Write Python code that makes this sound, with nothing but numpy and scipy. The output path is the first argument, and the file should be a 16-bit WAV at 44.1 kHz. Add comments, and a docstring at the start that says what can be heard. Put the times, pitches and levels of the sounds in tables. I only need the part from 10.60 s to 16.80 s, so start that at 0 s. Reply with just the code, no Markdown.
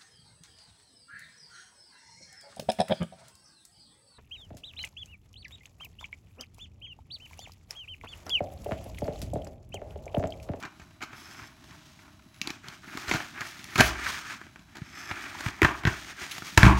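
"""Paper and fingers rub in a fine-grained rustle, then creases snap: a padded mailer is gripped, bent and slit.
The rustle is random grains shaped by filters, and each snap is a short noise burst with a damped low thud.
A blade drags as grains ringing in narrow bands; knocks ring the wooden table top, under a low press rumble.
A quiet room lies underneath, with noise, a faint whine and a tail after the snaps, close to a microphone."""
import sys
import numpy as np
from scipy import signal
from scipy.fft import rfft, irfft
from scipy.io import wavfile

SR = 44100
rng = np.random.default_rng(int(sys.argv[2]) if len(sys.argv) > 2 else 0)


def master_out(mix):
    """Clip the mix to full scale and print it as 16-bit PCM to the path in sys.argv[1]."""
    frames = np.transpose(np.atleast_2d(mix))
    ceiling = np.clip(frames, -1, 1)
    pcm = np.round(ceiling * 32767).astype(np.int16)
    wavfile.write(sys.argv[1], SR, pcm)


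N = 273312


def amp(db):
    """dB to gain."""
    return 10 ** (np.asarray(db) / 20)


def rms_one(x):
    """Scale to an rms (average strength) of 1."""
    return x / np.sqrt(np.mean(x ** 2) + 1e-20)


def in_time(rows):
    """Join the rows of a table by straight lines: each column becomes one value per sample."""
    seconds, *columns = np.transpose(rows)
    return [np.interp(np.arange(N) / SR, seconds, column) for column in columns]


def at_hz(points, hz):
    """Read a table between its points, on a log-frequency axis."""
    table_hz, values = np.array(points).T
    return np.interp(np.log(hz), np.log(table_hz), values)


def colour(x, spectrum):
    """Filter to a given spectrum without sounding early (minimum phase); white noise keeps its rms."""
    size = 8192
    hz = np.arange(size // 2 + 1) * SR / size + 1
    gain = rms_one(amp(at_hz(spectrum, hz)))
    # fold the log spectrum's transform so that the filter only looks back in time
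    cepstrum = irfft(np.log(gain))
    cepstrum[1:size // 2] *= 2
    cepstrum[size // 2 + 1:] = 0
    impulse = irfft(np.exp(rfft(cepstrum)))
    return signal.fftconvolve(x, impulse)[:len(x)]


def resonate(x, hz, width_hz):
    """A resonance favours one pitch; its gain there is 1."""
    r = np.exp(-np.pi * width_hz / SR)
    top = np.array([1, 0, -1]) * (1 - r * r) / 2
    return signal.lfilter(top, [1, -2 * r * np.cos(2 * np.pi * hz / SR), r * r], x + 1e-18)


def glide(x, hz, width_hz):
    """A resonance whose centre moves from block to block."""
    r, size = np.exp(-np.pi * width_hz / SR), 256
    state, out = np.zeros(2), np.zeros(N)
    for i in range(0, N, size):
        ring = [1, -2 * r * np.cos(2 * np.pi * hz[i] / SR), r * r]
        out[i:i + size], state = signal.lfilter([1, 0, -1], ring, x[i:i + size], zi=state)
    return out


def drift(rate_hz):
    """Smoothed noise wanders slowly by chance, with rms 1."""
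    r = np.exp(-2 * np.pi * rate_hz / SR)
    white = rng.standard_normal(N + SR)
    return rms_one(signal.lfilter([1], [1, -2 * r, r * r], white)[SR:])   # drop the settling second


def grains(per_s, spread_db, clump_db):
    """Fibres let go at random, in clumps, with uneven sizes; rms 1."""
    sizes = amp(spread_db * np.minimum(rng.exponential(1, N), 5)) * rng.choice([-1, 1], N)
    let_go = rng.random(N) < per_s / SR
    return rms_one(sizes * let_go * amp(clump_db * drift(36)))


# Rustle that a snap shakes loose.
SHAKE_T60_S, SHAKE_RISE_S = 0.3, 0.0085   # time to die by 60 dB; smoothing of the onset


def shaken():
    """Strength of the rustle that each snap shakes loose: it swells briefly and dies away."""
    kicks = np.zeros(N)
    for s, crack_db, *_ in SNAPS:
        kicks[round(s * SR)] += amp(crack_db) ** 2   # energy, so the decay below is doubled
    dying = signal.lfilter([1], [1, -amp(-120 / (SHAKE_T60_S * SR))], kicks + 1e-18)
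    r = np.exp(-1 / (SHAKE_RISE_S * SR))
    return np.sqrt(signal.lfilter([1 - r], [1, -r], dying))


# Fingers and paper rubbing, as curves that flicker when played.
# Each row: time in seconds, then base levels in dB of the paper body, the fine hiss and the top hiss.
RUBBING = [(0.0, -59, -52, -57), (0.04, -44.5, -72, -81), (0.17, -70, -64.5, -71), (0.39, -70, -68, -74),
           (0.5, -54, -66, -76), (0.57, -53, -54.5, -59), (0.72, -51, -55.5, -64), (0.85, -47.5, -56, -68),
           (0.93, -60.5, -65, -70), (1.07, -62.5, -59, -70), (1.14, -54, -58, -66), (1.22, -64.5, -59, -71),
           (1.37, -70, -60, -70), (1.45, -58.5, -63, -71), (1.6, -77, -68, -74), (1.79, -64, -64.5, -66),
           (1.9, -42, -52, -72), (2.01, -66, -65, -81), (2.06, -49, -58, -68), (2.14, -50, -54.5, -69),
           (2.21, -62, -61, -76), (2.29, -47, -54.5, -61), (2.4, -42, -47, -59), (2.46, -47, -49, -60),
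           (2.56, -41, -43, -53), (2.72, -52.5, -54, -68), (2.78, -39.5, -55.5, -66),
           (2.87, -49, -45.5, -54), (2.97, -51, -52.5, -63), (3.08, -52, -52, -66), (3.13, -44, -50.5, -56),
           (3.27, -39, -32.5, -36.5), (3.36, -39.5, -49.5, -82), (3.49, -33, -36.5, -48),
           (3.64, -45, -47.5, -64), (3.72, -36, -43.5, -65), (3.8, -52, -59, -74), (3.94, -67, -66, -72),
           (4.06, -69, -67, -73.5), (4.17, -53.5, -61, -72.5), (4.21, -56.5, -59.5, -82),
           (4.34, -48, -58.5, -77), (4.39, -43.5, -51.5, -65), (4.49, -40.5, -53.5, -63),
           (4.62, -41.5, -48, -62), (4.71, -44, -50, -64), (4.88, -39.5, -44, -58), (4.92, -47.5, -54, -70),
           (5.1, -45, -59, -63), (5.19, -46.5, -49.5, -64), (5.23, -47, -62, -77), (5.3, -39, -42.5, -60),
           (5.46, -49.5, -50.5, -65), (5.51, -42, -44.5, -66), (5.54, -51, -57.5, -71),
           (5.63, -37, -40, -57), (5.69, -45.5, -46.5, -60), (5.78, -45, -45, -55), (5.82, -62, -49.5, -61),
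           (5.87, -44, -42.5, -54), (5.96, -54.5, -48.5, -59), (6.03, -25, -34, -56),
           (6.16, -35.5, -48.5, -76), (6.198, -31, -34, -43)]
# How slack the paper hangs.
# Each row: time in seconds, slack-paper sound relative to the body in dB, middle of the body resonance in Hz.
SLACKNESS_CURVE = [(0.0, 1.5, 1450), (0.5, -3, 1490), (0.8, -2.5, 1550), (1.4, 0, 1500), (1.9, -3.5, 1800),
                   (2.3, -6, 1600), (2.6, -4, 1650), (2.8, -6, 1570), (3.05, -8, 2200), (3.2, -10, 1700),
                   (3.32, -1, 1660), (3.5, -19.5, 1690), (3.75, -15.5, 1560), (4.0, -1.5, 1540),
                   (4.25, -8.5, 1910), (4.4, -8.5, 1720), (4.55, -6.5, 1660), (4.95, -4, 1720),
                   (5.15, 2, 1520), (5.3, -2, 1710), (5.5, -8.5, 1810), (5.9, -14, 1870), (6.1, 5, 1320)]
# Tone of the paper body, the slack paper, the fine hiss and the top edge.
# Each row: frequency in Hz, relative level in dB per Hz.
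PAPER_SPECTRUM = [(700, -17.5), (1000, 1.5), (1320, 1), (1550, -0.5), (1850, -2), (2070, -2.5), (2300, 0.5),
                  (2600, -6), (2900, -10.5), (4000, -17.5), (8000, -42), (16000, -55)]
SLACK_SPECTRUM = [(300, -18), (600, -1.5), (800, 4), (1100, 12), (1400, -15), (2500, -43.5)]
HISS_SPECTRUM = [(1500, -1.5), (2800, 3.5), (3300, 4), (3900, 1), (5200, 1), (6500, 0), (7800, -6.5),
                 (9000, -6.5), (12000, -16.5)]
TOP_SPECTRUM = [(5000, -12.5), (8500, -23.5), (10000, 4), (12500, -7), (14000, -14.5), (16000, -2.5)]
RUB_FLICKER_DB, RUB_FLICKER_HZ = 0.72, 17   # the grip never holds still
BODY_WANDER_HZ = 80.0   # rms wander of the body resonance
HOLLOW_HZ, HOLLOW_WIDTH_HZ = 312.4, 172   # the air inside the mailer booms
HOLLOW_RUB_DB = -6.5   # boom before the slackness is added
# shaken rustle relative to the snap's strength, before any slackness is added
SHAKE_DB, SHAKE_SLACK_DB, SHAKE_HISS_DB = -25.5, -22.5, -35.5


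def rustle():
    """Coarse grains sound the paper body, whose resonance shifts as it bends; fine grains give the hiss."""
    body_db, hiss_db, top_db = in_time(RUBBING) + RUB_FLICKER_DB * drift(RUB_FLICKER_HZ)
    slack_db, body_hz = in_time(SLACKNESS_CURVE)
    body_hz = body_hz + BODY_WANDER_HZ * drift(2.0)
    shake = shaken()
    coarse = grains(4000., spread_db=2.0, clump_db=2.12)
    fine = grains(12000., spread_db=3.5, clump_db=0.46) + 0.078 * coarse

    body = colour(coarse, PAPER_SPECTRUM)
    body = rms_one(body + 0.48 * rms_one(glide(body, body_hz, 450.0)))
    boom = resonate(resonate(coarse, HOLLOW_HZ, HOLLOW_WIDTH_HZ), HOLLOW_HZ, HOLLOW_WIDTH_HZ)
    body = body + amp(HOLLOW_RUB_DB + slack_db) * rms_one(boom)

    # rubbing and shaking are unrelated, so their energies add
    body_level = np.hypot(amp(body_db), amp(SHAKE_DB - 0.27 * slack_db) * shake)
    slack_level = np.hypot(amp(body_db + slack_db), amp(SHAKE_SLACK_DB + slack_db) * shake)
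    hiss_level = np.hypot(amp(hiss_db), amp(SHAKE_HISS_DB) * shake)
    return (body_level * body + slack_level * colour(coarse, SLACK_SPECTRUM)
            + hiss_level * colour(fine, HISS_SPECTRUM) + amp(top_db) * colour(fine, TOP_SPECTRUM))


# Tone of the pressing noise. Each row: frequency in Hz, relative level in dB per Hz.
RUMBLE_SPECTRUM = [(20, -65), (40, -18), (80, 6.5), (150, 6.5), (310, 5), (400, -11.5), (600, -49.5)]
RUMBLE_DB, RUMBLE_FOLLOWS = -59, 0.13   # base level at mean rubbing, before the lumps; share of rubbing's swing


def rumble():
    """The hands press the mailer unevenly on the table top: low lumpy noise that follows the rubbing."""
    lumps = amp(3 * drift(12))
    body_db = in_time(RUBBING)[0]
    level = amp(RUMBLE_DB + RUMBLE_FOLLOWS * (body_db - body_db.mean()))
    return level * colour(rng.standard_normal(N) * lumps, RUMBLE_SPECTRUM)


# Tone of the quiet room. 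Each row: frequency in Hz, relative level in dB per Hz.
ROOM_SPECTRUM = [(18, -28), (30, -6), (43, 2), (90, 6.5), (245, -1.5), (364, -10), (499, -36), (632, -1.5),
                 (702, -13), (1130, -12), (2900, -25), (3870, -37.5), (4190, -30.5), (16000, -47)]
# Steady tones of the electrical whine. Each row: middle frequency in Hz, rms level in dB.
WHINE_TONES = [(3930, -75), (7865, -86)]
ROOM_TONE_DB = -59.5


def background():
    """Filtered noise makes the room tone; sine waves make a thin electrical whine that wavers a little."""
    turns = np.cumsum(1 + .002 * drift(20)) / SR
    whine = sum(amp(db) * np.sqrt(2) * np.sin(2 * np.pi * hz * turns) for hz, db in WHINE_TONES)
    tone = rms_one(colour(rng.standard_normal(N), ROOM_SPECTRUM))
    return amp(ROOM_TONE_DB) * tone + whine


# Creases that snap. Each row: start in seconds, crack peak in dB (before the boom), crack pitch in Hz,
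# tick burst level in dB (before its filter), thud level in dB (before its fades), thud pitch in Hz,
# burst decay time in ms.
SNAPS = [(0.026, -31, 1340, -39, -43, 189, 3.2), (0.034, -29, 1370, -45, -29, 332, 4.3),
         (0.05, -30, 1420, -44.5, -34.5, 129, 7.2), (0.196, -40.5, 2200, -52, -36, 184, 8),
         (0.215, -41, 1350, -57, -39.5, 76.5, 10), (0.308, -48, 1520, -66, -62, 83, 6.3),
         (0.406, -36, 1290, -69, -39, 253, 7), (0.415, -29.5, 1430, -47, -29.5, 239, 16),
         (0.424, -26.5, 2050, -39.5, -60, 240, 9.6), (0.434, -31, 1280, -40.5, -38, 299, 7.3),
         (0.529, -34, 1420, -56, -36, 127, 8.9), (0.712, -37, 1320, -52, -54, 299, 3.7),
         (0.818, -42, 1600, -58, -36.5, 96, 4.1), (1.04, -47, 1480, -49.5, -51, 84, 4.5),
         (1.109, -42.5, 1440, -47, -37, 139, 2.5), (1.39, -42.5, 1300, -63, -58, 78, 5.8),
         (1.592, -48, 1400, -60, -62, 100, 5.9), (1.623, -55, 2570, -55, -57, 307, 2.3),
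         (1.66, -71, 1390, -72, -36.5, 185, 5), (1.743, -58, 2200, -51, -63, 191, 2.9),
         (1.762, -58, 2200, -53, -45, 127, 3.1), (1.775, -62, 2120, -55, -52, 83, 1.7),
         (1.815, -51, 2220, -24, -26, 222, 2.6), (1.873, -30, 2230, -23.5, -20, 285, 1.95),
         (1.903, -35, 3000, -29.5, -22, 282, 2.7), (2.041, -38, 1370, -56, -40, 283, 5.4),
         (2.084, -33, 2940, -35, -34, 147, 2.4), (2.244, -38.5, 1370, -54, -61, 196, 1.3),
         (2.276, -38, 1690, -56, -34, 215, 10), (2.351, -42, 2250, -45, -22, 260, 1.8),
         (2.373, -23, 1670, -31.5, -45, 78, 2.4), (2.48, -24.5, 1460, -38, -29, 73, 8.1),
         (2.49, -25, 1510, -33, -35, 81, 14), (2.512, -12, 1970, -33, -13, 301, 5.2),
         (2.519, -28, 1510, -34, -22, 182, 15), (2.535, -18.5, 1480, -32, -42, 180, 13),
         (2.545, -20.5, 1520, -42, -16.5, 135, 14), (2.555, -23.5, 1410, -37, -24.5, 250, 13),
         (2.602, -23, 1630, -52, -35, 328, 6.1), (2.807, -24, 1360, -34, -31, 161, 5),
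         (2.815, -21, 1700, -44, -62, 222, 3.1), (2.992, -48, 2130, -42, -33, 203, 4.1),
         (3.042, -56, 2430, -32.5, -60, 194, 1.5), (3.156, -17, 2220, -30, -27, 119, 6.3),
         (3.178, -18, 1500, -26, -36, 196, 7.1), (3.183, -10.5, 1440, -27, -12, 278, 23),
         (3.198, -6.5, 1640, -24, -5.5, 133, 0.99), (3.203, -10, 1780, -18.5, -2.5, 199, 3.4),
         (3.206, -1.5, 2270, -11.5, -5.5, 201, 4.5), (3.814, -31.5, 1630, -53, -51, 285, 1.8),
         (3.866, -40.5, 1520, -62, -39, 283, 3.9), (3.959, -35, 1440, -54, -54, 86, 2.5),
         (3.992, -53, 1590, -52.5, -36, 190, 5.5), (4.153, -35.5, 1670, -48, -55, 183, 7.2),
         (4.168, -34, 1490, -42.5, -36, 272, 5.2), (4.183, -36.5, 960, -53, -33, 292, 4.3),
         (4.217, -40, 1200, -60, -22, 135, 4.1), (4.371, -37, 1350, -56, -65, 250, 9),
         (4.511, -21, 1090, -49, -28, 89, 6.5), (4.749, -30, 935, -52, -53, 326, 3.6),
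         (4.806, -27, 1564, -34, -44, 73, 4.5), (4.862, -19.5, 920, -48, -16, 114, 2.9),
         (4.885, -23, 1270, -34.5, -38, 108, 2.4), (5.018, -5.5, 1890, -25, -0.5, 364, 2.3),
         (5.029, -7.5, 1660, -33, -8, 91, 5.2), (5.046, -5, 1640, -32, -10, 135, 5.4),
         (5.235, -25, 1530, -52, -33, 110, 3.1), (5.252, -12.5, 1440, -35, -10, 131, 2.2),
         (5.265, -21, 1740, -44, -21, 73, 7.8), (5.271, -13.5, 1540, -33, -7.5, 113, 7.9),
         (5.616, -30, 1550, -42, -40, 75, 3.7), (5.71, -58, 2080, -35, -63, 267, 14.5),
         (5.78, -28, 1920, -35.5, -34, 175, 5.7), (5.821, -27.5, 1310, -49, -33, 114, 3.3),
         (5.975, 2.5, 1810, -9, -3.5, 93, 4.15), (6.031, 3.5, 1600, -41, 0.5, 126, 1.85),
         (6.052, -7.5, 1210, -36, -14, 70, 4.6), (6.065, -6.5, 1090, -38, 4.5, 138, 7.1)]
# Tone of the bright tick. Each row: frequency in Hz, relative level in dB per Hz.
TICK_SPECTRUM = [(600, -13.5), (1500, -8), (2300, 8), (3300, -1.5), (5000, -7.5), (6500, -2.5),
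                 (7800, -5.5), (9000, -29), (12000, -27.5)]
TICK_HZ, TICK_SPREAD_OCT = 4160, 0.046   # middle pitch of the tick; its scatter in octaves
SNAP_TOP_DB, HOLLOW_SNAP_DB = -12.5, -11.5   # top edge against tick, before losses; boom against crack
TOP_LOSS_PER_DB, TOP_SLACK_LOSS = 0.36, 0.72   # more thud over tick, or slacker paper, dulls the edge


def snaps():
    """A crease buckles in a short burst: a pitched crack, a bright tick and a dead thud."""
    body, bright, top = np.zeros((3, N + 4000))
    t = np.arange(4000) / SR
    slack_db = in_time(SLACKNESS_CURVE)[0]
    noise = rng.standard_normal((len(SNAPS), 4001))
    for (s, crack_db, hz, tick_db, thud_db, thud_hz, ms), (scatter, *white) in zip(SNAPS, noise):
        start = round(s * SR)
        at = slice(start, start + 4000)
        phase = t / (max(ms, .5) / 1000)
        burst = white * np.minimum(phase / 0.22, 1) * np.exp(-phase ** 1.13)

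        crack = resonate(resonate(burst, hz, 400.0), hz, 560.0)
        crack = crack + 0.31 * colour(burst, PAPER_SPECTRUM) + 0.21 * colour(burst, SLACK_SPECTRUM)
        # the padded sheet flexes once and is damped within about a cycle
        thud = np.sin(2 * np.pi * thud_hz * t) * np.exp(-1.3 * thud_hz * t) * np.minimum(t / 0.0026, 1)
        boom = resonate(burst, HOLLOW_HZ, HOLLOW_WIDTH_HZ)
        body[at] += amp(crack_db) * crack / np.abs(crack).max() + amp(thud_db) * thud
        body[at] += amp(crack_db + HOLLOW_SNAP_DB) * boom / np.abs(boom).max()

        tick_hz = TICK_HZ * 2 ** (TICK_SPREAD_OCT * scatter)
        bright[at] += amp(tick_db) * (burst + 1.62 * resonate(burst, tick_hz, 1130.0))
        loss_db = TOP_LOSS_PER_DB * max(thud_db - tick_db, 0) + TOP_SLACK_LOSS * slack_db[start]
        top[at] += amp(tick_db + SNAP_TOP_DB - loss_db) * burst
    return body[:N] + colour(bright[:N], TICK_SPECTRUM) + colour(top[:N], TOP_SPECTRUM)


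# How fast the room dies away. Each row: frequency in Hz, time to fall by 60 dB in seconds.
ROOM_DECAY_TIMES = [(100, 0.24), (1000, 0.39), (4000, 0.33), (12000, 0.17)]
ROOM_BASS_CUT_HZ = 290


def room(x):
    """Many echoes blur into a tail: octave bands of noise, each dying at its own rate."""
    t, tail = np.arange(SR // 2) / SR, 0
    white = rng.standard_normal(len(t))
    for low in 59.7 * 2 ** np.arange(8):
        band = signal.sosfilt(signal.butter(2, [low, 2 * low], "band", fs=SR, output="sos"), white)
        tail = tail + band * amp(-60 * t / at_hz(ROOM_DECAY_TIMES, low * np.sqrt(2)))
    tail = tail * np.clip((t - .003) / 0.0024, 0, 1)   # silent for 3 ms, then fades in
    x = signal.sosfilt(signal.butter(1, ROOM_BASS_CUT_HZ, "high", fs=SR, output="sos"), x)
    return signal.fftconvolve(x, tail / np.sqrt(np.sum(tail ** 2)))[:N]


# Strokes of the blade through paper.
# Each row: start in seconds, length in seconds, rise in seconds, level after the rise in dB.
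BLADE_STROKES = [(0.54, .35, .03, -57), (4.23, .3, .16, -50)]
# Narrow bands that ring. Each row: frequency in Hz, width of each of two passes in Hz, relative gain in dB.
BLADE_BANDS = [(2400, 300, -3), (3400, 350, -5), (5250, 550, 0), (6150, 350, -3), (7500, 450, -9),
               (11300, 1000, -17), (12700, 1000, -18)]
BLADE_RISE_DB, BLADE_FADE_S = 16, 0.018   # swell of a stroke; short fade at both ends


def blade():
    """The edge tears fibres and rings in a few narrow bands; each stroke swells, holds and stops."""
    tearing = grains(5000.0, spread_db=5.0, clump_db=-0.5)
    ringing = rms_one(sum(amp(db) * resonate(resonate(tearing, hz, width), hz, width)
                          for hz, width, db in BLADE_BANDS))
    out, t = np.zeros(N), np.arange(N) / SR
    for s, length, rise, db in BLADE_STROKES:
        edge = np.clip(np.minimum(t - s, s + length - t) / BLADE_FADE_S, 0, 1)
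        swell_db = db - BLADE_RISE_DB * np.clip(1 - (t - s) / rise, 0, 1)
        out += edge * amp(swell_db) * ringing
    return out


# The mailer's edge knocks on the table.
# Each row: start in seconds, strength of the push in dB, approximate contact time in ms.
TABLE_KNOCKS = [(2.513, -50, 2.6), (3.185, -23.5, 6.2), (3.205, -41, 6.4), (4.862, -49, 2.5),
                (5.017, -35, 1.1), (5.045, -58, 0.89), (5.252, -39, 1.3), (5.974, -25, 1.7),
                (6.031, -10, 0.87)]
# Ways the table top can ring.
# Each row: frequency in Hz, relative level in dB, time to fall by 60 dB in seconds.
TABLE_MODES = [(48, -7, .6), (64, 0, .65), (116, 1, .4), (160, -8, .15), (194, -2, .45), (250, -8, .2),
               (314, -7, .35), (435, -12, .2)]


def table():
    """Each knock pushes the table top, which rings in its low modes; a longer contact favours the lowest."""
    push, out = np.zeros((2, N))
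    for s, db, ms in TABLE_KNOCKS:
        contact = np.hanning(round(ms * SR / 1000) + 3)
        start = round(s * SR)
        push[start:start + len(contact)] += amp(db) * contact / contact.sum()
    for hz, db, t60 in TABLE_MODES:
        r, w = amp(-60 / (t60 * SR)), 2 * np.pi * hz / SR
        out += signal.lfilter([0, amp(db) * np.sin(w)], [1, -2 * r * np.cos(w), r * r], push + 1e-18)
    return out


def scene():
    """Mailer, table and room add up at one microphone; only the snaps feed the room's tail."""
    cracks = snaps()
    mailer = cracks + rustle() + blade()
    return (mailer + table() + rumble() + amp(-11.5) * room(cracks) + background())[None]


NOTCH_HZ, NOTCH_WIDTH_HZ, NOTCH_DEPTH = 497, 120, .88   # depth: share taken away at the centre
CUTOFF_HZ = 15750


def record(dry):
    """The microphone housing cuts a notch and the deep bass, peaks are rounded, the top is cut."""
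    notched = dry - NOTCH_DEPTH * resonate(dry, NOTCH_HZ, NOTCH_WIDTH_HZ)
    thinned = signal.sosfilt(signal.butter(4, 40., "high", fs=SR, output="sos"), notched)
    rounded = .92 * np.tanh(thinned / .92)
    return signal.sosfilt(signal.ellip(10, .3, 70, CUTOFF_HZ, fs=SR, output="sos"), rounded)


dry = scene()
out = record(dry)
master_out(out)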